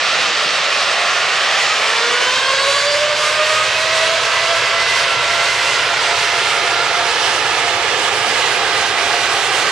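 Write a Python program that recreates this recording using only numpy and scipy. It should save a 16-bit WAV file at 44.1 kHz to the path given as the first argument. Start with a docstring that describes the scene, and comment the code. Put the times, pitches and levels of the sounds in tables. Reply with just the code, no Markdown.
"""A twin-fan airliner spools up and rolls past a camera microphone beside the runway.
Inlet hiss (shaped noise) and core whistles (wavering sines) come first; blade-rate harmonics then
emerge and climb, with wind buffets about two seconds in, and fade out one by one. Later the exhaust
roar (shaped noise) grows as the engines come abeam. Throughout, the ground echo combs the noise with
moving dips, turbulent air makes the sound flicker, and wind flutters on the microphone ports."""
import sys
import numpy as np
from scipy import signal
from scipy.fft import rfft, irfft, next_fast_len
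from scipy.io import wavfile
from scipy.ndimage import map_coordinates

SR = 44100
rng = np.random.default_rng(int(sys.argv[2]) if len(sys.argv) > 2 else 0)


def dump(signal):
    """Clip the signal to [-1, 1] and save it as 16-bit WAV at the path in sys.argv[1]."""
    limited = np.clip(np.atleast_2d(signal).T, -1, 1)
    pcm = np.round(limited * 32767).astype(np.int16)
    wavfile.write(sys.argv[1], SR, pcm)


N = 428211
T = np.arange(N) / SR

# fan blade-passing rate: t/s, f/Hz
BLADE_RATE = [(0, 325), (.6, 335), (1.2, 354), (1.6, 402), (2, 462), (2.4, 522), (2.8, 570), (3, 590),
              (3.3, 608), (3.9, 643), (4.5, 667), (5.2, 679), (6, 689), (6.8, 694), (9.71, 696)]


def undb(db):
    """Amplitude ratio of a level in decibels."""
    return 10 ** (np.asarray(db) / 20)


def curves(table):
    """Linear interpolation in time of each column of a table."""
    s, *columns = np.transpose(table)
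    return [np.interp(T, s, c) for c in columns]


def at(table, hz, order=1):
    """Linear interpolation of one column on a log-frequency axis."""
    rows = np.array(table, float)
    return np.interp(np.log(hz), np.log(rows[:, 0]), rows[:, order])


def walk(rate):
    """Slow random modulation: normal levels, rate per second, joined by cubic splines; spread near 1."""
    coarse = np.arange(0, T[-1] + .01, .002)
    steps = rng.standard_normal(int(coarse[-1] * rate) + 2)
    return np.interp(T, coarse, map_coordinates(steps, [coarse * rate], order=3))


def bump(s, length_s):
    """Raised-cosine envelope around s; length_s is its full width at half height."""
    out = np.zeros(N)
    near = slice(max(int((s - length_s) * SR), 0), int((s + length_s) * SR))
    out[near] = np.cos(np.pi / 2 * (T[near] - s) / length_s) ** 2
    return out


def late(x, lag_s):
    """Propagation delay: x heard lag_s later, by interpolation between samples."""
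    return map_coordinates(x, [np.arange(N) - lag_s * SR], order=3, mode="mirror")


def band(x, lo_hz, hi_hz):
    """Band-pass filtering of x, normalised to unit rms."""
    y = signal.sosfilt(signal.butter(3, [lo_hz, hi_hz], "band", fs=SR, output="sos"), x)
    return y / np.sqrt(np.mean(y ** 2))


def inlet_hiss(level_db):
    """Broadband noise of the inlets: a fixed spectral density under a level curve."""
    # inlet hiss spectrum: f/Hz, relative density/dB per Hz
    hiss_shape = [(120, -47), (250, -22), (400, -13.5), (600, -7), (900, -3.5), (1300, -0.5), (1900, -1),
                  (2750, -1), (3800, -4.5), (5200, -7.5), (6900, -18), (9000, -27.5), (11500, -55),
                  (16000, -95)]
    # level of the whole inlet hiss relative to the level curve
    offset_db = -0.4
    return hiss_shape, undb(level_db + offset_db), 1


def exhaust_roar(level_db):
    """Exhaust noise: a fixed spectral density under a level curve."""
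    # exhaust roar spectrum: f/Hz, relative density/dB per Hz
    roar_shape = [(60, -55), (120, -42), (200, -8), (300, -6), (450, 4), (700, 3.5), (1100, 1.5),
                  (2000, -2), (4000, -35), (9000, -70), (16000, -100)]
    # level of the whole exhaust roar relative to the level curve
    offset_db = 11.5
    return roar_shape, undb(level_db + offset_db), 1


def rumble(level_db):
    """Low-frequency noise whose spectrum slides down in frequency as thrust builds."""
    # rumble spectrum at full blade rate: f/Hz, relative density/dB per Hz
    rumble_shape = [(13, -58), (22, -40), (68, -7), (107, -0.5), (140, 0.5), (177, -9.5), (200, -19),
                    (260, -42), (440, -120)]
    # level of the whole rumble relative to the level curve
    offset_db = 0.5
    blade_hz = curves(BLADE_RATE)[0]
    # the exponent sets how much higher the rumble sits while the fans turn slowly
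    deepen = (blade_hz / blade_hz.max()) ** 0.26
    return rumble_shape, undb(level_db + offset_db), deepen


def top_hiss(level_db):
    """High-frequency noise under air absorption: with less air in between, it reaches higher."""
    # top hiss spectrum before sliding: f/Hz, relative density/dB per Hz
    air_shape = [(2500, -60), (4500, -10), (6000, 4), (8900, -1), (10500, -11.5), (12000, -18.5),
                 (13700, -27), (15000, -26), (16000, -50)]
    # level of the whole top hiss relative to the level curve
    offset_db = 9.5
    # a falling lookup factor moves the spectrum up in frequency
    reach = np.interp(T, [0, T[-1]], [1.06, .92])
    return air_shape, undb(level_db + offset_db), reach


def engine_noise(sources):
    """Incoherent sources add in power, here in overlapping quarter-octave bands of flickering noise."""
    # brief treble swells and dips, scaled below by frequency: t/s, length/s, level at 7 kHz/dB
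    treble_bumps = [(.97, 0.049, -1.5), (1.35, 0.26, -2), (1.57, 0.14, 2), (2.744, 0.64, 1.5),
                    (3.09, 0.11, -2.5), (3.25, 0.15, 3.5), (3.4, 0.11, -2), (3.52, 0.19, 3), (4.1, 0.34, 1),
                    (4.79, 0.12, -1.5), (4.99, .12, 2), (5.19, 0.073, -1.5), (5.462, 0.09, 1.5),
                    (6.13, .06, -1), (6.193, .1, 2), (7.03, 0.072, -2), (7.3, .3, 0.5), (7.842, 0.13, 0),
                    (8.933, 0.069, -2.5), (9.08, 0.086, 0), (9.57, .08, 2)]
    size = next_fast_len(N)
    f = np.maximum(np.fft.rfftfreq(size, 1 / SR), 1)
    centres = 22 * 2 ** np.arange(0, 9.6, .25)
    # density times centre frequency, summed, gives the power to divide out of each shape
    norm = [np.sqrt(np.sum(undb(at(shape, centres)) ** 2 * centres)) for shape, *_ in sources]
    noise = rfft(rng.standard_normal((2, size)))
    treble_db = sum(db * bump(s, length) for s, length, db in treble_bumps) + 0.57 * walk(9)
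    quick = walk(28)
    for hz in centres:
        bell = np.cos(np.pi / 2 * np.clip(4 * np.log2(f / hz), -1, 1)) ** 2
        noise_band = irfft(noise * bell, size)[:, :N]
        power = sum((undb(at(shape, hz * slide)) * gain / n) ** 2
                    for (shape, gain, slide), n in zip(sources, norm))
        # flicker deepens with frequency
        depth = min(hz / 7000, 1.3) ** 1.13
        flicker_db = depth * (treble_db + 0.76 * quick + 0.84 * walk(18)) + 0.58 * walk(7)
        # .17: width of a quarter octave over its centre frequency
        yield hz, noise_band * np.sqrt(power * SR / 2 / .17) * undb(flicker_db)


def blade_tones():
    """Harmonics of the blade-passing rate; turbulent air modulates each one's amplitude and phase alone."""
    # harmonics before flutter: multiple, full from t/s, fades from t/s, rms level while held/dB
    multiples = [(1, 1.95, 9.2, -33.5), (2, 1.45, 7, -33.5), (3, 1.14, 6.6, -34), (4, .4, 6, -37),
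                 (5, 1.1, 4.7, -39), (6, 1.1, 4.4, -37), (7, 2.1, 4.4, -39), (8, 2.3, 3.3, -40),
                 (9, 2.3, 3.9, -42.5), (10, 2.3, 3.9, -48), (11, 2.3, 3.9, -52), (12, 2.6, 3.9, -48),
                 (13, 2.3, 3.9, -51)]
    # swells of single harmonics before flutter: multiple, t/s, length/s, rms level at the top/dB
    tone_swells = [(1, 2.105, 0.12, -24.5), (1, 2.644, 0.21, -22.5), (1, 2.987, 0.32, -18.5),
                   (1, 3.4, 0.34, -25.5), (1, 3.65, .2, -28), (1, 3.87, .15, -24), (1, 4.07, 0.23, -23),
                   (1, 4.5, 0.17, -23), (1, 4.9, .2, -31), (1, 5.37, 0.16, -28), (1, 6.1, 0.21, -27.5),
                   (1, 6.7, .3, -27.5), (1, 7.0, .15, -25), (1, 7.7, 0.33, -29), (1, 9.2, 0.27, -30),
                   (2, 1.03, 0.36, -31), (2, 2.25, 0.23, -27), (2, 2.64, 0.47, -26), (2, 3.3, 0.32, -24.5),
                   (2, 3.6, 0.095, -22), (2, 4.31, .3, -28), (2, 4.65, .3, -28), (2, 5.2, 0.45, -26),
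                   (2, 5.85, .2, -32), (2, 6.5, 0.19, -24.5), (2, 6.8, 0.28, -25), (3, 1.84, 0.38, -27),
                   (3, 2.36, .5, -26), (3, 3.25, .15, -28), (3, 3.5, 0.13, -26), (3, 3.85, .3, -29),
                   (3, 4.4, .15, -28), (3, 4.86, .25, -22), (3, 5.6, .35, -29), (3, 6.4, 0.42, -29),
                   (4, 1.2, 0.44, -29), (4, 2.0, .4, -29), (4, 3.87, 0.43, -30), (4, 6.5, .15, -32),
                   (4, 5.65, .25, -36), (5, 1.4, .4, -29), (5, 3.02, .3, -32), (6, 2.27, 0.44, -26.5),
                   (6, 2.88, .3, -32), (7, 2.32, .25, -33), (7, 2.7, .45, -29), (8, 2.58, 0.25, -30.5),
                   (8, 2.84, 0.33, -28), (8, 3.2, .2, -35), (9, 2.7, .5, -37), (12, 2.8, .5, -41)]
    emerge_db_s, fade_db_s = 50, 40
    lead_s, leading_from = .06, 5  # one fan runs ahead; multiples from the fifth up are heard from it
    hz = curves(BLADE_RATE)[0]
    ahead_hz = np.interp(T + lead_s, T, hz)
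    phases = 2 * np.pi * np.cumsum([hz, ahead_hz], axis=1) / SR
    out = []
    for k, start, end, db in multiples:
        k = round(k)
        ramp_db = np.minimum(0, np.minimum(emerge_db_s * (T - start), fade_db_s * (end - T)))
        held = undb(db + ramp_db + 1.6 * walk(8))
        swell = sum(undb(top_db) * bump(s, length)
                    for m, s, length, top_db in tone_swells if round(m) == k)
        waver = 0.71 * k ** 0.19 * walk(30) + 0.33 * walk(90)  # rad
        wave = np.sin(k * phases[int(k >= leading_from)] + waver)
        out.append((k * hz.mean(), np.sqrt(2) * np.hypot(held, swell) * undb(3.1 * walk(30)) * wave))
    return out


def core_whistles():
    """Sinusoids of fixed nominal frequency; turbulent air modulates each one's amplitude and phase."""
    # core whistles before wavering: start t/s, end t/s, f/Hz, rms level at the middle/dB
    whistle_rows = [(0, .9, 2700, -31), (.7, 1.5, 2790, -31), (0, .8, 3410, -37), (0, 0.698, 3730, -34),
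                    (0, .8, 4300, -36), (.2, 1.1, 4870, -38), (1.302, 1.9, 5400, -37),
                    (4.1, 5.006, 1624, -38), (4.4, 5.0, 4600, -39), (.1, .6, 6720, -47),
                    (1.2, 1.8, 6720, -41), (1.5, 2.1, 7250, -40)]
    out = []
    for start, end, hz, db in whistle_rows:
        progress = np.clip((T - start) / (end - start), 0, 1)
        arch = np.sqrt(np.clip(np.sin(np.pi * progress), 0, 1))
        wave = np.sin(2 * np.pi * hz * T + 1.9 * walk(25))
        out.append((hz, np.sqrt(2) * undb(db + 2.57 * walk(11)) * arch * wave))
    return out


def ground(x):
    """Comb interference: x plus its echo from grass and asphalt, which keeps only its low part in step."""
    # echo delay, growing overall as the engines come near: t/s, lag/ms
    echo_lag = [(0, 1.43), (1.7, 1.47), (2.4, 1.744), (4.5, 1.69), (5.6, 1.85), (6.5, 2.11), (8, 2.23),
                (9.71, 2.41)]
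    lag_ms = curves(echo_lag)[0]
    echo = signal.sosfilt(signal.butter(2, 1500, fs=SR, output="sos"), x)
    return x + .36 * np.array([late(e, lag_ms / 1000) for e in echo])


def wind():
    """Turbulent pressure at the ports: eddies flutter at each one alone, a few stronger ones thump."""
    # gusts before flutter: t/s, length/s, level at the top/dB
    gust_rows = [(.2, 0.36, -46), (.47, 0.28, -43), (1.35, .3, -56), (1.85, .4, -51.5), (2.1, .08, -41.5),
                 (2.22, 0.091, -41), (2.36, 0.073, -52), (3.05, .35, -51), (3.8, .35, -51), (6.0, .2, -53),
                 (7.2, .3, -49), (7.55, .3, -49), (7.9, .4, -46), (8.33, .35, -41), (8.8, .4, -53),
                 (9.15, .15, -44), (9.63, .2, -43)]
    # single buffets: t/s, f/Hz, length/ms, level at the top/dB
    buffet_rows = [(2.075, 380, 18, -31.5), (2.11, 420, 20, -27), (2.215, 520, 41, -22),
                   (2.27, 380, 16, -31), (2.38, 250, 13, -32)]
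    breeze_db = -63.5  # between gusts, before flutter
    noise = rng.standard_normal((2, N))
    breeze = undb(breeze_db + 3.0 * walk(4))
    blow = breeze + sum(undb(db) * bump(s, length) for s, length, db in gust_rows)
    flutter_db = -2.0 + 6.2 * np.array([walk(30), walk(30)])
    out = band(noise, 155, 430) * blow * undb(flutter_db)
    for s, hz, ms, db in buffet_rows:
        near = slice(int((s - .1) * SR), int((s + .1) * SR))
        # Gaussian with a standard deviation of 0.4 of the length
        puff = np.exp(-.5 * ((T[near] - s) / (ms / 2500)) ** 2)
        out[:, near] += undb(db) * puff * band(noise[::-1, near], hz / 1.47, hz * 1.46)
    return out


def scene():
    """Two-port reception: level, coherence and arrival time vary as the ports turn from the engines."""
    # the roll, level curves before each source's offset, flicker and echo: t/s, inlet hiss/dB,
    # exhaust roar/dB, rumble/dB, top hiss/dB, left minus right/dB
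    roll = [(0.0, -16, -40, -51, -46, -2), (.7, -15.8, -39, -51.5, -44, -2),
            (1.4, -15, -39, -52.5, -41, -2), (2.1, -16, -41, -52, -41.5, -1.5),
            (2.9, -17.5, -42.5, -45.5, -42, -2), (4.2, -16.5, -39.5, -44, -44, -3),
            (5.6, -16, -38.5, -43, -42.5, -3), (6.8, -17, -35.5, -43.5, -43.5, -4.5),
            (8.0, -17.5, -34, -42.5, -43.5, -6), (9.71, -17, -34.5, -43, -42, -5)]
    # shading of the far port by the camera body: f/Hz, share of the level difference
    shade = [(100, 0.01), (400, 0.21), (800, 0.77), (1500, 0.98), (3000, 1.34), (5000, 1), (8000, 1.98),
             (11000, 0.74), (15000, 0.92)]
    # sound unlike in the two ports: f/Hz, level facing the engines/dB, increase per dB of shading/dB
    unlike_sound = [(30, -34, .1), (70, -35, -2), (140, -37, -6), (350, -38, 4.5), (650, -17.5, -0.5),
                    (1400, -13.5, -0.5), (3080, -14, 1.55), (7040, -13, 1.8), (15000, -24, 5)]
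    inlet_pan_db = -1  # the tones lie a little to the right of the rest
    hiss_db, roar_db, rumble_db, air_db, pan_db = curves(roll)
    sources = [inlet_hiss(hiss_db), exhaust_roar(roar_db), rumble(rumble_db), top_hiss(air_db)]
    sign = np.array([[1], [-1]])  # left, right
    noise, whine = 0, 0
    for hz, (mid, other) in engine_noise(sources):
        unlike = undb(at(unlike_sound, hz) - at(unlike_sound, hz, order=2) * (pan_db + 0.5))
        # mid is common to both ports, other has opposite sign in them
        ports = (mid + sign * unlike * other) / np.sqrt(1 + unlike ** 2)
        noise = noise + ports * undb(sign * at(shade, hz) * pan_db / 2)
    for hz, tone in blade_tones() + core_whistles():
        whine = whine + tone * undb(sign * (at(shade, hz) * pan_db + inlet_pan_db) / 2)
    left, right = ground(noise) + whine
    # the shaded port is also the further one: left lags once shading passes 3 dB
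    return np.array([late(left, -1.1e-5 * (pan_db + 3.0)), right]) + wind()


def record(dry):
    """Saturation and band limiting: the camera rounds the highest peaks and cuts the top."""
    top_hz = 15719
    low_pass = signal.ellip(14, .2, 80, top_hz, fs=SR, output="sos")
    return signal.sosfilt(low_pass, np.tanh(0.59 * dry) / 0.6)


dry = scene()
out = record(dry)
dump(out)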